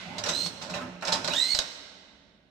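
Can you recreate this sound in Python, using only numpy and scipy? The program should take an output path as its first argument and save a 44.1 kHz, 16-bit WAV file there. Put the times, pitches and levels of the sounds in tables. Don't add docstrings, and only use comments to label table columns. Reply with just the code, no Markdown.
import sys
import numpy as np
from scipy import signal
from scipy.fft import rfft, irfft
from scipy.io import wavfile
from scipy.ndimage import uniform_filter1d

SR = 44100
rng = np.random.default_rng(int(sys.argv[2]) if len(sys.argv) > 2 else 0)


def put_to_file(sound):
    columns = np.atleast_2d(sound).T
    safe = np.clip(columns, -1, 1)
    whole_steps = np.round(safe * 32767)
    wavfile.write(sys.argv[1], SR, whole_steps.astype(np.int16))


def decibels_to_gain(level_db):
    exponent = np.asarray(level_db, float) / 20
    return 10 ** exponent


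N = 110250

# frequency in Hz, level in dB.
STEEL_WIDE = [(600, -10), (1500, -6.5), (3000, -8), (4000, -9.5), (7500, -6), (9000, -15.5), (11000, -61),
              (15500, -45)]
# frequency in Hz, width in Hz, level in dB.
FRAME_NOTES = [(119.3, 34, -22.5), (169.4, 20, 2.5), (398, 13.3, -20), (599, 45, 5), (820, 135, -10),
               (904, 42, 1.5), (1086, 60, -17.5), (1346, 71, -3.5), (1477, 360, -37), (2430, 327, -3)]
# frequency in Hz, level in dB.
FRAME_WIDE = [(30, -22.5), (100, 1.5), (200, 5), (600, -6), (1500, -7), (3000, -7.5), (5000, -75)]


def evened(x):
    return x / np.sqrt(np.mean(x ** 2) + 1e-20)


def read(points, hz):
    f, value = np.transpose(points)
    return np.interp(np.log(hz + 1), np.log(f + 1), value)


def curve(points):
    s, db = np.transpose(points)
    s, db = np.append(s, s[-1] + 0.1), np.append(db, -120)
    return decibels_to_gain(np.interp(np.arange(N) / SR, s, db, left=-120))


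def colour(x, points):
    gain = decibels_to_gain(read(points, np.fft.rfftfreq(x.shape[-1], 1 / SR)))
    return irfft(rfft(x) * gain, x.shape[-1])


def resonate(x, hz, width):
    r = np.exp(-np.pi * width / SR)
    if np.ndim(hz) == 0:
        return 2 * signal.lfilter([1 - r], [1, -r * np.exp(2j * np.pi * hz / SR)], x).real
    turn = np.exp(2j * np.pi * np.cumsum(hz) / SR)
    return 2 * (turn * signal.lfilter([1 - r], [1, -r], x / turn)).real


def body(x, peaks, wide, wide_db, stretch=1):
    rings = 0
    for k, (hz, width, db) in enumerate(peaks):
        rings = rings + (-1) ** k * decibels_to_gain(db) * resonate(x, hz * stretch, width)
    return evened(rings) + decibels_to_gain(wide_db) * evened(colour(x, wide))


def pair(a, b):
    # frequency in Hz, likeness from 0 to 1.
    likeness = [(60, 1), (200, 0.75), (500, 1), (1000, 0.083), (4000, 0.058)]
    size = len(a) + SR // 10
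    same = np.clip(read(likeness, np.fft.rfftfreq(size, 1 / SR)), 0, 1)
    other = same * rfft(a, size) + np.sqrt(1 - same ** 2) * rfft(b, size)
    return np.array([a, irfft(other, size)[:len(a)]])


def floor_noise():
    # frequency in Hz, level in dB.
    floor_colour = [(18, -55), (30, -10.5), (55, -5.5), (132, -11), (169, -3), (187, 1.5), (407, -17.5),
                    (3880, -49.5), (12000, -43.5), (15600, -51), (22000, -120)]
    noise = pair(*rng.standard_normal((2, N)))
    return decibels_to_gain(-65) * evened(colour(noise, floor_colour))


def drive():
    # start in seconds, effort in dB, side panel buzz over it in dB.
    effort = [(0.0, -54, -13), (.2, -49, -7), (.5, -52, -22), (.7, -50.5, -19.5), (.9, -50, -7),
              (.97, -68.5, -8), (1.02, -63, 5), (1.1, -55.5, -5), (1.3, -44, -9), (1.4, -62.5, -7),
              (1.7, -66, 2)]
    # frequency in Hz, level in dB.
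    shake_colour = [(250, -7), (600, -12.5), (4000, -27.5)]
    # frequency in Hz, level in dB.
    slide_colour = [(290, -23.5), (500, -44), (815, -1), (1090, 1.5), (1560, 4.5), (1800, -3), (2040, 6),
                    (5670, -7), (15500, -31.5)]
    # start in seconds, level in dB.
    slide_level = [(0, -44.5), (.1, -50.5), (.17, -50), (.3, -63)]
    # start in seconds,
    # pitch in Hz, level in dB.
    hums = [
        [(.02, 660, -60), (.07, 730, -52), (.12, 860, -48), (.2, 960, -54)],
        [(0, 2040, -52), (.08, 2045, -57), (.17, 2050, -61)],
        [(1.27, 3960, -70), (1.305, 3880, -41), (1.34, 3800, -44), (1.36, 3780, -60)],
    ]
    panel_hz, panel_width = 276, 18

    frame_noise, slide_noise, panel_noise, hum_noise = rng.standard_normal((4, N))
    shake = evened(colour(body(frame_noise, FRAME_NOTES, FRAME_WIDE, -0.76), shake_colour))
    shake = shake * curve([(s, db) for s, db, _ in effort])
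    panel = resonate(resonate(panel_noise, panel_hz, panel_width), panel_hz, 33)
    panel = evened(panel) * curve([(s, db + buzz_db + 1.5) for s, db, buzz_db in effort])
    out = shake + panel + evened(colour(slide_noise, slide_colour)) * curve(slide_level)
    for hum in hums:
        s, hz, db = np.transpose(hum)
        pitch = np.interp(np.arange(N) / SR, s, hz)
        out += evened(resonate(hum_noise, pitch, 52)) * curve(list(zip(s, db)))
    return out


def booms():
    # start in seconds, length in seconds, pitch in Hz, level in dB.
    panel_booms = [(.05, .12, 172, -53), (.29, .09, 176, -52), (.3, .12, 278, -45.5), (.43, .06, 172, -47),
                   (0.7, 0.099, 182, -47), (0.76, 0.051, 140, -49.5), (.74, 0.32, 178, -53.5),
                   (.63, 0.066, 520, -53.5), (0.69, .1, 622, -47.5), (.25, .06, 480, -43.5),
                   (.16, .08, 600, -45), (1.07, .13, 178, -49.5), (1.12, 0.12, 270, -46.5),
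                   (1.29, .085, 278, -44.5), (1.1, .06, 400, -51), (1.22, .12, 200, -52),
                   (.8, .1, 255, -47), (0.81, .03, 1300, -41.5), (1.027, 0.025, 1350, -39.5),
                   (1.075, .025, 2300, -40.5)]
    roughness = 0.8
    out = np.zeros(N)
    for s, length, hz, db in panel_booms:
        t = np.arange(0, length, 1 / SR)
        tone = np.sqrt(2) * np.sin(2 * np.pi * (hz * t + rng.random()))
        rough = resonate(rng.standard_normal(SR // 2), hz, 0.23 * hz)[-len(t):]
        note = tone + roughness * evened(rough)
        swell = np.sqrt(abs(np.sin(np.pi * (t / length) ** 0.52)))
        out[round(s * SR):][:len(t)] += decibels_to_gain(db) * swell * evened(note)
    return out


def clacks():
    # start in seconds, steel level in dB, frame level in dB,
    # rattle time to fall 60 dB in seconds, ring pitch in Hz.
    strikes = [(0.1809, -21, -37, 0.06, 4600), (0.2372, -15, -33, 0.027, 5650),
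               (0.2572, -22, -31, 0.12, 4470), (0.2848, -16.5, -34, 0.12, 5970),
               (0.4608, -19, -47, 0.034, 4150), (0.611, -31, -38.5, 0.22, 4520),
               (0.6944, -30, -37.5, 0.13, 4400), (0.7378, -29.5, -31.5, 0.18, 3910),
               (0.808, -44, -43.5, 0.024, 2503), (1.01, -39, -61.5, 0.044, 4100),
               (1.0222, -30, -32, 0.056, 2620), (1.051, -23, -37, 0.046, 4900),
               (1.0695, -22.5, -31.5, 0.12, 3940), (1.0809, -25.5, -30.5, 0.092, 5300),
               (1.1206, -14.5, -27.5, 0.12, 4970), (1.2431, -18, -34.5, 0.06, 3960),
               (1.2756, -18, -28.5, 0.054, 4160), (1.3353, -17.5, -34, 0.027, 3830),
               (1.548, -14, -39.5, 0.035, 4470), (1.5885, -7, -33, 0.019, 3620)]
    # frequency in Hz, width in Hz, level in dB.
    steel_notes = [(3860, 250, 7.5), (4970, 50, 14.5), (5320, 300, 7.5), (8040, 43, -18.5), (3550, 550, -5)]
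    ring_width, ring_db = 350, -2.5
    rise = 0.055
    out, t = np.zeros(N), np.arange(SR // 4) / SR
    for s, steel_db, frame_db, t60, ring_hz in strikes:
        steel_noise, frame_noise, impacts = rng.standard_normal((3, len(t)))
        stretch = rng.uniform(1.0, 1.05)
        grit = steel_noise * decibels_to_gain(2.5 * evened(uniform_filter1d(impacts, size=60)))
        steel = body(grit, steel_notes, STEEL_WIDE, -0.4, stretch)
        steel = steel + decibels_to_gain(ring_db) * evened(resonate(grit, ring_hz, ring_width))
        steel = steel * np.minimum(t / (rise * t60), 1) * decibels_to_gain(-60 * t / t60 - 13.0)

        frame = body(frame_noise, FRAME_NOTES, FRAME_WIDE, -0.28)
        frame = frame * np.minimum(t / 0.0025, 1) * decibels_to_gain(-60 * t / (1.49 * t60 + 0.18) - 5.5)
        frame = colour(frame, [(200, -20), (550, 1.0), (1400, 9.0), (3000, -3.5)])
        out[round(s * SR):][:len(t)] += decibels_to_gain(steel_db) * steel + decibels_to_gain(frame_db) * frame
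    return out


def snaps():
    # start in seconds, level in dB, ring pitch in Hz, time to fall 60 dB in seconds.
    contacts = [(0.237, -38, 5460, 0.0082), (0.2903, -32, 3750, 0.0058), (0.464, -25, 4170, 0.0056),
                (0.739, -30, 2630, .02), (1.0507, -20.5, 5530, 0.005), (1.081, -24, 5220, 0.02),
                (1.1215, -22.5, 4150, .02), (1.1258, -18, 4850, .015), (1.1272, -25, 4040, .02),
                (1.1319, -17, 4120, 0.01), (1.14, -21, 3830, 0.012), (1.5472, -13.5, 4800, 0.0053),
                (1.5895, -18.5, 4150, .008), (1.5912, -16, 3724, 0.0084), (1.5935, -19.5, 3940, 0.0081)]
    rise_s, edge_db = 0.0006, -9.5
    out, t = np.zeros(N), np.arange(SR // 20) / SR
    for s, db, hz, t60 in contacts:
        edge = decibels_to_gain(edge_db) * evened(colour(rng.standard_normal(len(t)), STEEL_WIDE))
        ring = np.sin(2 * np.pi * hz * t)
        fade = decibels_to_gain(db - 60 * t / t60) * np.minimum(t / rise_s, 1)
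        out[round(s * SR):][:len(t)] += fade * (ring + edge)
    return out


def motor():
    # time in seconds, rate of teeth meeting in Hz, whine level in dB.
    runs = [
        [(.26, 1700, -62), (.29, 1890, -47), (.328, 1940, -44), (.35, 2020, -30), (.38, 2075, -38),
         (.412, 2095, -31), (.438, 2120, -37), (.466, 2155, -33), (.49, 2150, -48)],
        [(1.28, 900, -48), (1.33, 1370, -39), (1.358, 1750, -30), (1.392, 1910, -27), (1.435, 2025, -28),
         (1.48, 2090, -34), (1.53, 2185, -30), (1.552, 1980, -38), (1.59, 2070, -34)],
    ]
    low_tone_db = [-8, 4.5]
    # multiple of the tooth rate, tone level in dB, fuzz level in dB.
    gear_tones = [(1, -17, -21), (2, 0.1, -9), (3, -40, -27), (4, -26, -14)]
    # frequency in Hz, level in dB.
    brush_colour = [(1500, -28), (3300, 3), (5500, 0), (8300, -4.5), (10000, -15.5), (15000, -6)]
    # frequency in Hz, level in dB.
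    casing = [(2000, -3.2), (2900, 0), (3250, -5.5), (3600, -1.45), (8000, 0.3)]
    wobble = 0.009
    throb_hz, throb_width, throb_depth = 66, 14, 0.6
    fuzz_hz, brush_db, grit_db = 90, -8.5, 0.5
    brush_steady = 0.74

    out = np.zeros(N)
    for run, low_db in zip(runs, low_tone_db):
        s, mesh_hz, db = np.transpose(run)
        t = np.arange(s[0], s[-1] + 0.013, 1 / SR)
        hz = np.interp(t, s, mesh_hz)
        shaft_noise, grit_noise, flutter_noise, brush_noise = rng.standard_normal((4, len(t)))
        flutter = evened(uniform_filter1d(flutter_noise, size=160))
        turns = 2 * np.pi * np.cumsum(hz * (1 + wobble * flutter)) / SR
        shaft = resonate(resonate(shaft_noise, throb_hz, throb_width), throb_hz, 3 * throb_width)
        throb = 1 + throb_depth * evened(shaft)
        grit = decibels_to_gain(grit_db * evened(uniform_filter1d(grit_noise, size=90)))

        swing_db = np.interp(t, s, np.maximum(db, -38) + 31)
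        hiss = evened(colour(brush_noise * grit, brush_colour))
        sound = decibels_to_gain(brush_db - brush_steady * swing_db) * hiss
        for k, tone_db, fuzz_db in gear_tones:
            fuzz = resonate(rng.standard_normal(len(t)) * grit, k * hz, k * fuzz_hz)
            fuzz = evened(resonate(fuzz, k * hz, 2 * k * fuzz_hz))
            tone = decibels_to_gain(tone_db) * throb * np.cos(k * turns) + decibels_to_gain(fuzz_db) * fuzz
            sound += decibels_to_gain(low_db * (k == 1)) * tone
        braking = np.clip((t[-1] - t) / 0.032, 0, 1)
        out[round(s[0] * SR):][:len(t)] += sound * decibels_to_gain(np.interp(t, s, db)) * braking
    return colour(out, casing)


def thumps():
    # start in seconds, level in dB, pitch in Hz.
    pushes = [
        (1.545, -37, 45),
        (1.588, -35, 36),
    ]
    tick_db, tick_t60 = 2, 0.02
    out, t = np.zeros((2, N)), np.arange(SR // 5) / SR
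    for s, db, hz in pushes:
        tick = evened(colour(rng.standard_normal((2, len(t))), STEEL_WIDE))
        tick = tick * decibels_to_gain(tick_db - 60 * abs(t - 0.002) / tick_t60)
        push = decibels_to_gain([[3], [-6]]) * decibels_to_gain(-60 * t / 0.055) * np.sin(2 * np.pi * hz * t)
        out[:, round(s * SR):][:, :len(t)] += decibels_to_gain(db) * (push + tick)
    return out


def echoes(x, t60_of, start_s):
    taps = np.zeros((2, 2 * SR))
    at = np.arange(0, 2 * SR, 20) + rng.integers(0, 20, (2, SR // 10))
    np.put_along_axis(taps, at, rng.choice([-1., 1.], at.shape), 1)
    hz, t, z = signal.stft(pair(*taps), SR, nperseg=128)
    fade = decibels_to_gain(-60 * t / t60_of(hz)[:, None]) * np.clip(t / start_s + 0.32, 0, 1)
    tail = signal.istft(z * fade, SR, nperseg=128)[1]
    return signal.fftconvolve(x[None], tail / np.linalg.norm(tail[0]), axes=1)[:, :N]


def workshop(x):
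    # frequency in Hz, time to fall 60 dB in seconds.
    hall_times = [(100, 0.47), (300, 3.15), (1000, 1.94), (3000, 1.97), (4200, 1.39), (5500, 1.32),
                  (9000, 0.97)]
    # frequency in Hz, level in dB.
    hall_colour = [(600, -0.5), (1500, 2.04), (3200, 2), (4100, -4.5), (5000, 1)]
    near = echoes(x, lambda hz: 0.15 + 0 * hz, 0.0075)
    hall = echoes(colour(x, hall_colour), lambda hz: read(hall_times, hz), 0.035)
    return decibels_to_gain(-3.5) * near + decibels_to_gain(-9.5) * hall


def scene():
    moving_parts = pair(drive() + clacks(), drive() + clacks())
    machine = moving_parts + booms() + snaps() + motor()
    return floor_noise() + decibels_to_gain(0.5) * machine + workshop(machine[1]) + thumps()


def roll_off(x):
    return signal.sosfilt(signal.butter(12, 15620, fs=SR, output="sos"), x)


def record(dry):
    # frequency in Hz, difference in dB.
    left_over_right = [(30, 0), (130, -3), (500, -6.5), (1300, -1), (2400, -7), (4200, -12.5), (6500, -2.5),
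                       (9000, 12), (15000, -2.5)]
    # frequency in Hz, level in dB.
    mic_colour = [(7500, 0.69), (8800, -6), (9600, -5.5), (15000, -10)]
    size = N + SR // 10
    hz = np.fft.rfftfreq(size, 1 / SR)
    half = decibels_to_gain(read(left_over_right, hz) / 2)
    top_edge = 1 / (1 + (hz / 15150) ** 60)
    ports = rfft(dry, size) * np.array([half, 1 / half]) * decibels_to_gain(read(mic_colour, hz)) * top_edge
    return roll_off(irfft(ports, size)[:, :N])


dry = scene()
out = record(dry)
put_to_file(out)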